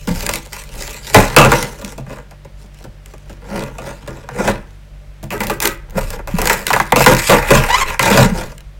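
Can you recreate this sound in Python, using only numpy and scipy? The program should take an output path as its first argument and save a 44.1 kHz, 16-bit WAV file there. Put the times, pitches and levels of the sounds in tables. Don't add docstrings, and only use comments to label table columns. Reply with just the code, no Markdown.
import sys
import numpy as np
from scipy import signal
from scipy.fft import rfft, irfft
from scipy.io import wavfile
from scipy.ndimage import uniform_filter1d

SR = 44100
rng = np.random.default_rng(int(sys.argv[2]) if len(sys.argv) > 2 else 0)


def inscribe(sig):
    pcm = np.round(np.clip(np.atleast_2d(sig).T, -1, 1) * 32767)
    wavfile.write(sys.argv[1], SR, pcm.astype(np.int16))


N = 387638

# start_s, level_db, hardness_db, crumble_s
BLOWS = [(0.074, -26.5, -3, 0.048), (0.29, -24, 1, 0.016), (1.145, -3, 0, 0.045), (1.364, -4, 1, 0.065),
         (1.449, -14.5, -1.5, 0.023), (1.518, -12, 0.5, 0.024), (1.979, -32.5, -5, 0.027),
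         (2.065, -45.5, 1, 0.0075), (2.312, -44.5, 0, 0.014), (2.448, -41.5, -1.5, 0.013),
         (2.64, -50, -8, 0.012), (2.806, -49, -2.5, 0.014), (2.842, -38, -3.5, 0.02),
         (3.137, -38.5, -1.5, 0.0066), (3.296, -39, -3.5, 0.017), (3.784, -31, -0.5, 0.016),
         (4.076, -32, -2.5, 0.031), (4.289, -29, 1, 0.0042), (5.229, -36.5, -6, 0.038),
         (5.305, -34.5, 5.5, 0.036), (5.405, -24, 4, 0.016), (5.433, -28, 2, 0.014),
         (5.498, -21, 0.5, 0.019), (5.954, -39, -14, 0.0092), (6.274, -31, -0.5, 0.025),
         (6.385, -22, 0, 0.023), (6.418, -24.5, -1, 0.026), (6.457, -22.5, -0.5, 0.01),
         (6.474, -31, 9, 0.0055), (6.497, -20.5, 4, 0.046), (6.704, -12, 0.5, 0.0023),
         (6.731, -18, 4, 0.025), (6.762, -12, 0.5, 0.0015), (6.8, -10.5, 1, 0.0026),
         (6.922, -8, 0.5, 0.007), (6.96, -13, -0.5, 0.028), (7.006, -9, -0.5, 0.0048),
         (7.062, -5, 1, 0.027), (7.112, -15.5, -2.5, 0.027), (7.296, -12.5, -1.5, 0.044),
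         (7.506, -9.5, -2, 0.021), (7.994, -17, 5, 0.011), (8.055, -20.5, -1.5, 0.018),
         (8.101, -17.5, -2, 0.035), (8.174, -12, -1.5, 0.047)]
# start_s, length_s, swell_db, end_grind_db, hardness_db, end_crunch_db
BLADE_STROKES = [(0.069, 0.3, -1.5, -42, 2, -34), (0.52, 0.084, -2, -42, 4.5, -33.5),
                 (0.72, 0.25, 9.5, -51, 9, -35.5), (1.022, 0.11, 5, -49, 8, -30.5),
                 (1.157, 0.1, -10, -31, 2.5, -25), (1.312, 0.023, 0.5, -38.5, 6, -35),
                 (5.302, 0.025, 26, -22.5, -1, -30), (5.393, 0.15, -7.5, -35, -5, -40.5),
                 (5.613, 0.041, 6, -25.5, 5, -18), (6.002, 0.15, -5, -39.5, 1.5, -39),
                 (6.282, 0.097, 8.5, -43, 5, -39.5), (6.357, 0.16, 24, -21.5, 4, -19),
                 (6.533, 0.1, -4, -37.5, 0, -35.5), (6.659, 0.17, -5.5, -42.5, 6, -31.5),
                 (6.969, 0.1, 6, -28.5, 3.5, -16.5), (7.075, 0.046, 6, -19.5, 2, -20),
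                 (7.162, 0.125, 7.5, -31.5, 8, -19), (7.288, 0.08, -2.5, -14, 0.5, -20),
                 (7.406, 0.089, 6, -24.5, 5, -26), (7.496, 0.083, 1, -12.5, 0.5, -18),
                 (7.614, 0.2, 3, -28.5, 4, -26.5), (7.852, 0.054, 3.5, -22.5, 3.5, -25),
                 (7.999, 0.08, 2.5, -19, 1.5, -19), (8.074, 0.16, 5, -14, -0.5, -17.5)]
BANDS_HZ = [140, 280, 580, 1080, 2050]


def scrape(spots, ice, clump_db=2.5, clump_hz=130, travel_hz=3.3):
    t = np.arange(N) / SR
    coarse_t = t[::64]
    envelopes, grind_db, hardness_db, crunch_db = map(np.array, zip(*contacts(coarse_t)))

    def level(gains):
        return np.interp(t, coarse_t, np.sqrt(gains ** 2 @ envelopes ** 2))

    clumps = amp(clump_db * wander(N, clump_hz))
    force = level(amp(grind_db + np.maximum(hardness_db, 0) + 35))
    rate_per_s = np.clip(1100 * force ** 0.7, 300, 20000)
    fractures = unit_rms(grains(N, rate_per_s, spread_db=5.0) * clumps / np.sqrt(rate_per_s))
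    place = np.floor(t * travel_hz * len(spots) + rng.random(N)) % len(spots)
    grind = 0
    for k in range(len(BANDS_HZ)):
        shake = sum(convolve(fractures * (place == i), unit_rms(spot[k])) for i, spot in enumerate(spots))
        grind += level(band_gain(k, grind_db, hardness_db)) * unit_rms(shake)
    grit = fractures + clumps * rng.standard_normal(N)
    crunch = level(amp(crunch_db)) * unit_rms(glitter(convolve(grit, ice), patch_db=3.5))
    by_blade = np.arange(len(grind_db)) < len(BLADE_STROKES)
    singing = level(amp(crunch_db) * by_blade) * blade_singing(grit)
    return stalls() * (grind + crunch + singing)


def contacts(t, bite_s=0.0088, release_db_per_s=300, rub_hardness_db=-1.5):
    # peak_s, rise_s, fall_s, grind_db, crunch_db
    rubs = [(0.34, 0.42, 0.17, -35, -28), (0.81, 0.15, 0.28, -35, -28), (1.141, 0.018, 0.03, -20.5, -17),
            (1.561, 0.47, 0.21, -22.5, -22.5), (1.879, 0.2, 0.13, -37, -35),
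            (2.13, 0.079, 0.11, -32, -40.5), (2.624, 0.055, 0.057, -49.5, -42),
            (2.78, 0.07, 0.14, -52, -46.5), (3.11, 0.09, 0.17, -51.5, -47.5), (3.309, 0.1, 0.055, -45, -44),
            (3.559, 0.11, 0.22, -25.5, -32.5), (3.887, 0.23, 0.15, -32.5, -36),
            (4.2, 0.66, 0.1, -40.5, -46), (4.416, 0.11, 0.12, -20, -28), (4.494, 0.075, 0.082, -19.5, -26),
            (4.698, 0.061, 0.18, -60, -53), (5.983, 0.032, 0.019, -16.5, -26.5),
            (6.207, 0.3, 0.021, -34.5, -63), (6.86, 0.032, 0.25, -41, -36),
            (8.387, 0.11, 0.14, -24.5, -27.5)]
    for start_s, length_s, swell_db, grind_db, hardness_db, crunch_db in BLADE_STROKES:
        bite = np.clip((t - start_s) / bite_s, 0, 1)
        push_db = swell_db * (np.clip((t - start_s) / length_s, 0, 1) - 1)
        release_db = release_db_per_s * np.clip(t - start_s - length_s, 0, 1)
        yield bite * amp(push_db - release_db), grind_db, hardness_db, crunch_db
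    for peak_s, rise_s, fall_s, grind_db, crunch_db in rubs:
        yield swell(t, peak_s, rise_s, fall_s), grind_db, rub_hardness_db, crunch_db


def stalls(depth_db=8, build_s=0.0098):
    dip_db = np.zeros(N)
    ramp = np.linspace(0, 1, round(build_s * SR))
    for start_s, *_ in BLOWS:
        add(dip_db, start_s - build_s, -depth_db * ramp)
    return amp(dip_db)


def blade_singing(grit, size=1024):
    # pitch_hz, width_hz, level_db
    modes = [(5670, 150, -25), (7350, 150, -18.5), (8440, 250, -20), (13300, 500, -15)]
    t = np.arange(size) / SR
    return sum(amp(db) * unit_rms(convolve(grit, np.exp(-np.pi * width_hz * t) * sine(hz * t)))
               for hz, width_hz, db in modes)


def knocks(spots, ice, blow_s=0.00094, size=16384):
    out, t = np.zeros(N), np.arange(size) / SR
    for start_s, db, hardness_db, crumble_s in BLOWS:
        spot = spots[rng.integers(len(spots))]
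        crumbs = grains(size, per_s=3000, spread_db=5.5) * np.exp(-1.9 * t / crumble_s)
        blow = rng.standard_normal(size) * np.exp(-t / blow_s)
        force = unit_rms(crumbs) + 0.69 * unit_rms(blow)
        body = sum(band_gain(k, db, hardness_db) * unit_rms(convolve(force, band))
                   for k, band in enumerate(spot))
        splinters = amp(db - 5 + 0.435 * hardness_db) * unit_rms(glitter(convolve(force, ice)))
        crash = (body + splinters) * np.sqrt(crumble_s * SR / size)
        add(out, start_s, crash + amp(db + 2.5) * clack(hardness_db, size))
    return out


def clack(hardness_db, size, octaves_per_db=0.44, edge_ratio=1.36, ring_s=0.01):
    t = np.arange(size) / SR
    centre_hz = np.clip(769 * 2 ** (octaves_per_db * hardness_db), 200, 2000)
    ring = bandpass(rng.standard_normal(size), centre_hz / edge_ratio, centre_hz * edge_ratio)
    return unit_rms(ring * np.exp(-(t / ring_s) ** 2)) * np.sqrt(ring_s * SR / size)


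def snaps(spots, ice, tick_db=-8, tilt_db_per_band=2, decay_s=0.0015, size=4096):
    # start_s, crack_peak_db
    crystals = [(0.207, -9.5), (0.265, 0), (0.2921, -2.5), (0.3371, -3), (0.3568, -2), (0.531, -9),
                (0.6379, -21.5), (0.8229, -11), (1.3859, 9.5), (1.627, -3.5), (1.8477, -7), (2.3102, -28.5),
                (2.745, -29), (2.788, -30.5), (2.841, -28), (3.0595, -21), (3.1807, -31), (3.594, -18),
                (3.6377, -17), (5.24, -25), (5.379, -21), (5.436, -13), (5.4695, -11), (5.483, -21),
                (5.603, -5), (5.6174, -15), (5.626, -5), (5.6552, 4), (5.6744, -1.5), (5.898, -31),
                (5.907, -31), (6.1043, -10.5), (6.3857, -14), (6.4168, -3.5), (6.4559, -3), (6.473, 1),
                (6.4981, -6), (6.531, -3), (6.6677, 3.5), (6.961, 3), (7.041, -1.5), (7.136, -2),
                (7.149, -2), (7.1674, -3), (7.187, -14), (7.994, 0), (8.028, -1), (8.1426, -6),
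                (8.5804, -22.5), (8.606, -27)]
    out, t = np.zeros(N), np.arange(size) / SR
    for start_s, db in crystals:
        spot = spots[rng.integers(len(spots))]
        split = rng.standard_normal(size) * np.exp(-t / decay_s)
        crack = unit_rms(glitter(convolve(split, ice)))
        tick = sum(amp(tick_db + (k - 4) * tilt_db_per_band) * unit_rms(convolve(split, band))
                   for k, band in enumerate(spot))
        add(out, start_s, amp(db) * (crack + tick) / abs(crack).max())
    return out


def bumps(rise_s=0.0086, glide=0.46, glide_s=0.0082, size=6000):
    # start_s, level_db, end_pitch_hz
    pushes = [(0.077, -16.5, 177), (0.105, -14.5, 171), (1.177, -12.5, 100), (1.397, -6, 129.4),
              (1.837, -25.5, 184), (2.076, -29, 136), (6.339, -11, 156), (7.581, -11.5, 132.5),
              (8.214, -15, 78.6), (8.251, -10.5, 175), (8.318, -12.5, 165)]
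    out, t = np.zeros(N), np.arange(size) / SR
    for start_s, db, hz in pushes:
        cycles = np.cumsum(hz * (1 + glide * np.exp(-t / glide_s))) / SR
        envelope = t / rise_s * np.exp(1 - t / rise_s)
        add(out, start_s, amp(db) * np.sqrt(2) * envelope * sine(cycles))
    return out


def twangs(slip_s=0.045, size=20000):
    # start_s, level_db
    slips = [(5.326, -23.5), (5.499, -26), (5.63, -17.5), (6.391, -27.5), (7.07, -14)]
    # pitch_hz, level_db, t60_s
    modes = [(345.6, 2, 0.13), (400, 3.5, 0.11), (545, -9, 0.22), (1273, 1.5, 0.097), (1560, -1.5, 0.05),
             (1950, -5.5, 0.117), (2150, -18, 0.1), (2550, -18, 0.06)]
    out, t = np.zeros(N), np.arange(size) / SR
    for start_s, db in slips:
        slip = rng.standard_normal(size) * t * np.exp(-2 * t / slip_s)
        ring = sum(amp(mode_db) * unit_rms(convolve(slip, amp(-60 * t / t60_s) * sine(hz * t)))
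                   for hz, mode_db, t60_s in modes)
        peak_rms = np.sqrt(np.max(uniform_filter1d(ring ** 2, size=1000)))
        add(out, start_s, amp(db) * ring / peak_rms)
    return out


def squeak(jitter=0.017, rasp=0.35, flutter_db=4.0, second_db=-4, slope_db_per_octave=-9, edge_s=0.0053):
    # time_s, pitch_hz, level_db
    contour = [(7.685, 691, -23), (7.715, 975, -24), (7.733, 980, -17.5), (7.747, 982, -15.5),
               (7.777, 1286, -22), (7.791, 1292, -22.5), (7.809, 1073, -24.5), (7.819, 1060, -21),
               (7.831, 1063, -20), (7.842, 980, -35)]
    t = np.arange(contour[0][0], contour[-1][0], 1 / SR)
    hz, db = curves(contour, t)
    phase = 2 * np.pi * np.cumsum(hz * (1 + jitter * wander(len(t), rate_hz=506))) / SR

    def partial(k):
        return np.sin(k * phase) + rasp * wander(len(t), rate_hz=900) * np.cos(k * phase)

    tone = partial(1)
    tone += sum(amp(second_db + np.log2(k / 2) * slope_db_per_octave) * partial(k) for k in range(2, 9))
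    grip = np.minimum(np.minimum(t - t[0], t[-1] - t) / edge_s, 1)
    gain = amp(db + 2 + flutter_db * wander(len(t), rate_hz=202))
    out = np.zeros(N)
    add(out, t[0], np.sqrt(2) * tone * grip * gain)
    return out


def ice_response():
    # frequency_hz, density_db
    spectrum = [(1500, -5.5), (2600, 2.5), (3800, 0), (5000, -0.5), (7400, 0), (10500, -4.5), (15500, -5.5)]
    return minimum_phase(lambda hz: amp(at_hz(spectrum, hz)) * np.minimum(hz / 1500, 1), size=512)


def glitter(x, patch_db=1.0):
    frames = signal.stft(x, SR, nperseg=256)[2]
    patches = uniform_filter1d(rng.standard_normal(frames.shape), size=4, axis=0)
    patches = uniform_filter1d(patches, size=14, axis=1)
    return signal.istft(frames * amp(patch_db * unit_rms(patches)), SR, nperseg=256)[1][:len(x)]


def brighten(x, shelf_hz=10100):
    # time_s, gain_db
    shelf = [(0.5, -2), (3, -5.5), (4.7, -7), (5.3, 4.5), (6.1, 2.5), (7.1, -1), (7.7, -1), (8.7, -5)]
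    db, = curves(shelf, np.arange(N) / SR)
    top = signal.sosfiltfilt(signal.butter(2, shelf_hz, "high", fs=SR, output="sos"), x)
    return x + (amp(db) - 1) * top


def liner_spot(bend=0.11174, scatter=0.63, scatter_s=0.0067, spread_db=2, detune_per_hz=1.5e-5, size=8192):
    # pitch_hz, width_hz, level_db
    modes = [(133, 8.6, 8.5), (179.9, 10, 10), (211.5, 20, 4.5), (272.6, 29, 9.5), (330, 20, 12.5),
             (518.5, 37.6, 10), (597, 58, 8.5), (797, 8.7, 2.5), (990, 157, 5), (1199, 26, 4.5),
             (1483, 35, 0.5), (1990, 293, 10), (2390, 270, 7)]
    hz, t = np.fft.rfftfreq(size, 1 / SR), np.arange(size) / SR
    drives = rng.choice([-1, 1], len(modes)) * amp(spread_db * rng.standard_normal(len(modes)))
    shifts = detune_per_hz * rng.standard_normal(len(modes))
    resonance = 1 + sum(1j * drive * amp(db) / (1 + 2j * (hz - mode_hz * (1 + shift * mode_hz)) / width_hz)
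                        for drive, shift, (mode_hz, width_hz, db) in zip(drives, shifts, modes))
    chirp = np.exp(-2j * np.pi * bend * (2 * np.sqrt(hz) - hz / np.sqrt(2 * BANDS_HZ[-1])))
    bounces = rng.standard_normal(size) * t * np.exp(-t / scatter_s)
    echoes = 1 + scatter * rfft(bounces / np.linalg.norm(bounces))
    body = irfft(resonance * chirp * echoes)[:size * 3 // 4]
    return [bandpass(body, centre / np.sqrt(2), centre * np.sqrt(2), order=3) for centre in BANDS_HZ]


def band_gain(k, db, hardness_db):
    balance_db = [-3, -4, 2, 1, -3]
    hard_slopes = [-1.6, -2.16, -0.52, 0.9, 1.81]
    soft_db = (k - 2) * np.minimum(hardness_db, 0)
    hard_db = hard_slopes[k] * np.maximum(hardness_db, 0)
    return amp(db + balance_db[k] + soft_db + hard_db)


def compartment(x, wet_db=-10, treble_db=-6, onset_s=0.00045, size=26000):
    # frequency_hz, t60_s
    decays = [(100, 0.37), (260, 0.39), (700, 0.33), (1700, 0.46), (3000, 0.31), (4850, 0.21), (14000, .15)]
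    hz, t, frames = signal.stft(rng.standard_normal(size), SR, nperseg=256)
    t60_s = at_hz(decays, hz)[:, None]
    colour = amp(at_hz([(2500, 0.015), (6000, treble_db)], hz))[:, None]
    unit_energy = np.sqrt(2 * np.log(1000) / (t60_s * SR))
    tail = signal.istft(frames * colour * amp(-60 * t / t60_s) * unit_energy, SR, nperseg=256)[1]
    tail *= 1 - np.exp(-np.arange(len(tail)) / SR / onset_s)
    return x + amp(wet_db) * convolve(x, tail)


def cabinet_sway(work, rock_hz=31, drift_hz=4.5, coupling_db=-10, heavy_hz=500, settle_s=0.035, flex_db=-8):
    # peak_s, level_db
    shoves = [(0.18, -24), (0.8, -29), (5.48, -33), (6.05, -20.5), (6.4, -20), (7.581, -16), (7.85, -22.5),
              (8.35, -25)]
    t = np.arange(N) / SR
    pole = np.exp(-1 / (settle_s * SR))
    heavy = signal.sosfilt(signal.butter(2, heavy_hz, fs=SR, output="sos"), work)
    power = signal.lfilter([1 - pole], [1, -pole], (amp(coupling_db) * heavy) ** 2)
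    power += sum((amp(db) * swell(t, peak_s, rise_s=0.25, fall_s=0.25)) ** 2 for peak_s, db in shoves)
    cycles = np.cumsum(rock_hz + drift_hz * wander(N, rate_hz=25)) / SR
    flex = bandpass(rng.standard_normal(N), low_hz=50, high_hz=100)
    return np.sqrt(power) * (np.sqrt(2) * sine(cycles) + amp(flex_db) * unit_rms(flex))


def hum_and_air(waver_db=3.0, air_db=-48):
    # pitch_hz, level_db
    tones = [(48.4, -38), (96.9, -49.5), (145.3, -46.5), (193.6, -58), (592.2, -62.5), (786, -72.5)]
    # frequency_hz, relative_density_db
    spectrum = [(60, -26.5), (130, -31), (405, -40), (591, -36.5), (734, -42.5), (2160, -44.5), (2690, -46),
                (16000, -65)]
    t = np.arange(N) / SR
    hum = sum(amp(db + waver_db * wander(N, rate_hz=42)) * sine(hz * t + rng.random()) for hz, db in tones)
    air = convolve(rng.standard_normal(N), minimum_phase(lambda hz: amp(at_hz(spectrum, hz))))
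    return np.sqrt(2) * hum + amp(air_db) * unit_rms(air)


def amp(db):
    return 10 ** (np.asarray(db) / 20)


def sine(cycles):
    return np.sin(2 * np.pi * cycles)


def unit_rms(x):
    return x / np.sqrt(np.mean(x ** 2) + 1e-20)


def bandpass(x, low_hz, high_hz, order=2):
    return signal.sosfilt(signal.butter(order, [low_hz, high_hz], "band", fs=SR, output="sos"), x)


def convolve(x, response):
    return signal.oaconvolve(x, response)[:len(x)]


def add(mix, start_s, sound):
    part = mix[max(0, round(start_s * SR)):][:len(sound)]
    part += sound[:len(part)]


def at_hz(points, hz):
    points_hz, values = np.transpose(points)
    return np.interp(np.log(hz + 1), np.log(points_hz + 1), values)


def curves(rows, t):
    time_s, *columns = np.transpose(rows)
    return [np.interp(t, time_s, column) for column in columns]


def minimum_phase(gain_at, size=4096):
    log_gain = np.log(np.maximum(gain_at(np.fft.rfftfreq(size, 1 / SR)), 1e-4))
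    mirrored = np.concatenate([log_gain, log_gain[-2:0:-1]])
    return np.fft.ifft(np.exp(np.conj(signal.hilbert(mirrored)))).real


def wander(n, rate_hz):
    steps = np.arange(n) * min(rate_hz, 1000) / SR
    knots = rng.standard_normal(n // 40 + 2)
    return unit_rms(np.interp(steps, np.arange(len(knots)), knots))


def grains(n, per_s, spread_db):
    sizes = amp(spread_db * np.minimum(rng.exponential(1, n), 4))
    return sizes * rng.choice([-1, 1], n) * (rng.random(n) < per_s / SR)


def swell(t, peak_s, rise_s, fall_s, edge_db=-21):
    distance = np.maximum((peak_s - t) / rise_s, (t - peak_s) / fall_s)
    return amp(edge_db * np.minimum(distance, 10))


def scene():
    spots = [liner_spot() for _ in range(8)]
    ice = ice_response()
    work = scrape(spots[:3], ice) + knocks(spots, ice) + snaps(spots, ice) + bumps() + twangs() + squeak()
    return (compartment(brighten(work)) + cabinet_sway(work) + hum_and_air())[None]


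def record(dry):
    clipped = dry / (1 + dry ** 8) ** (1 / 8)
    lowpass = signal.firwin(511, 16150, window=("kaiser", 8), fs=SR)
    return signal.oaconvolve(clipped, lowpass[None], "same")


dry = scene()
out = record(dry)
inscribe(out)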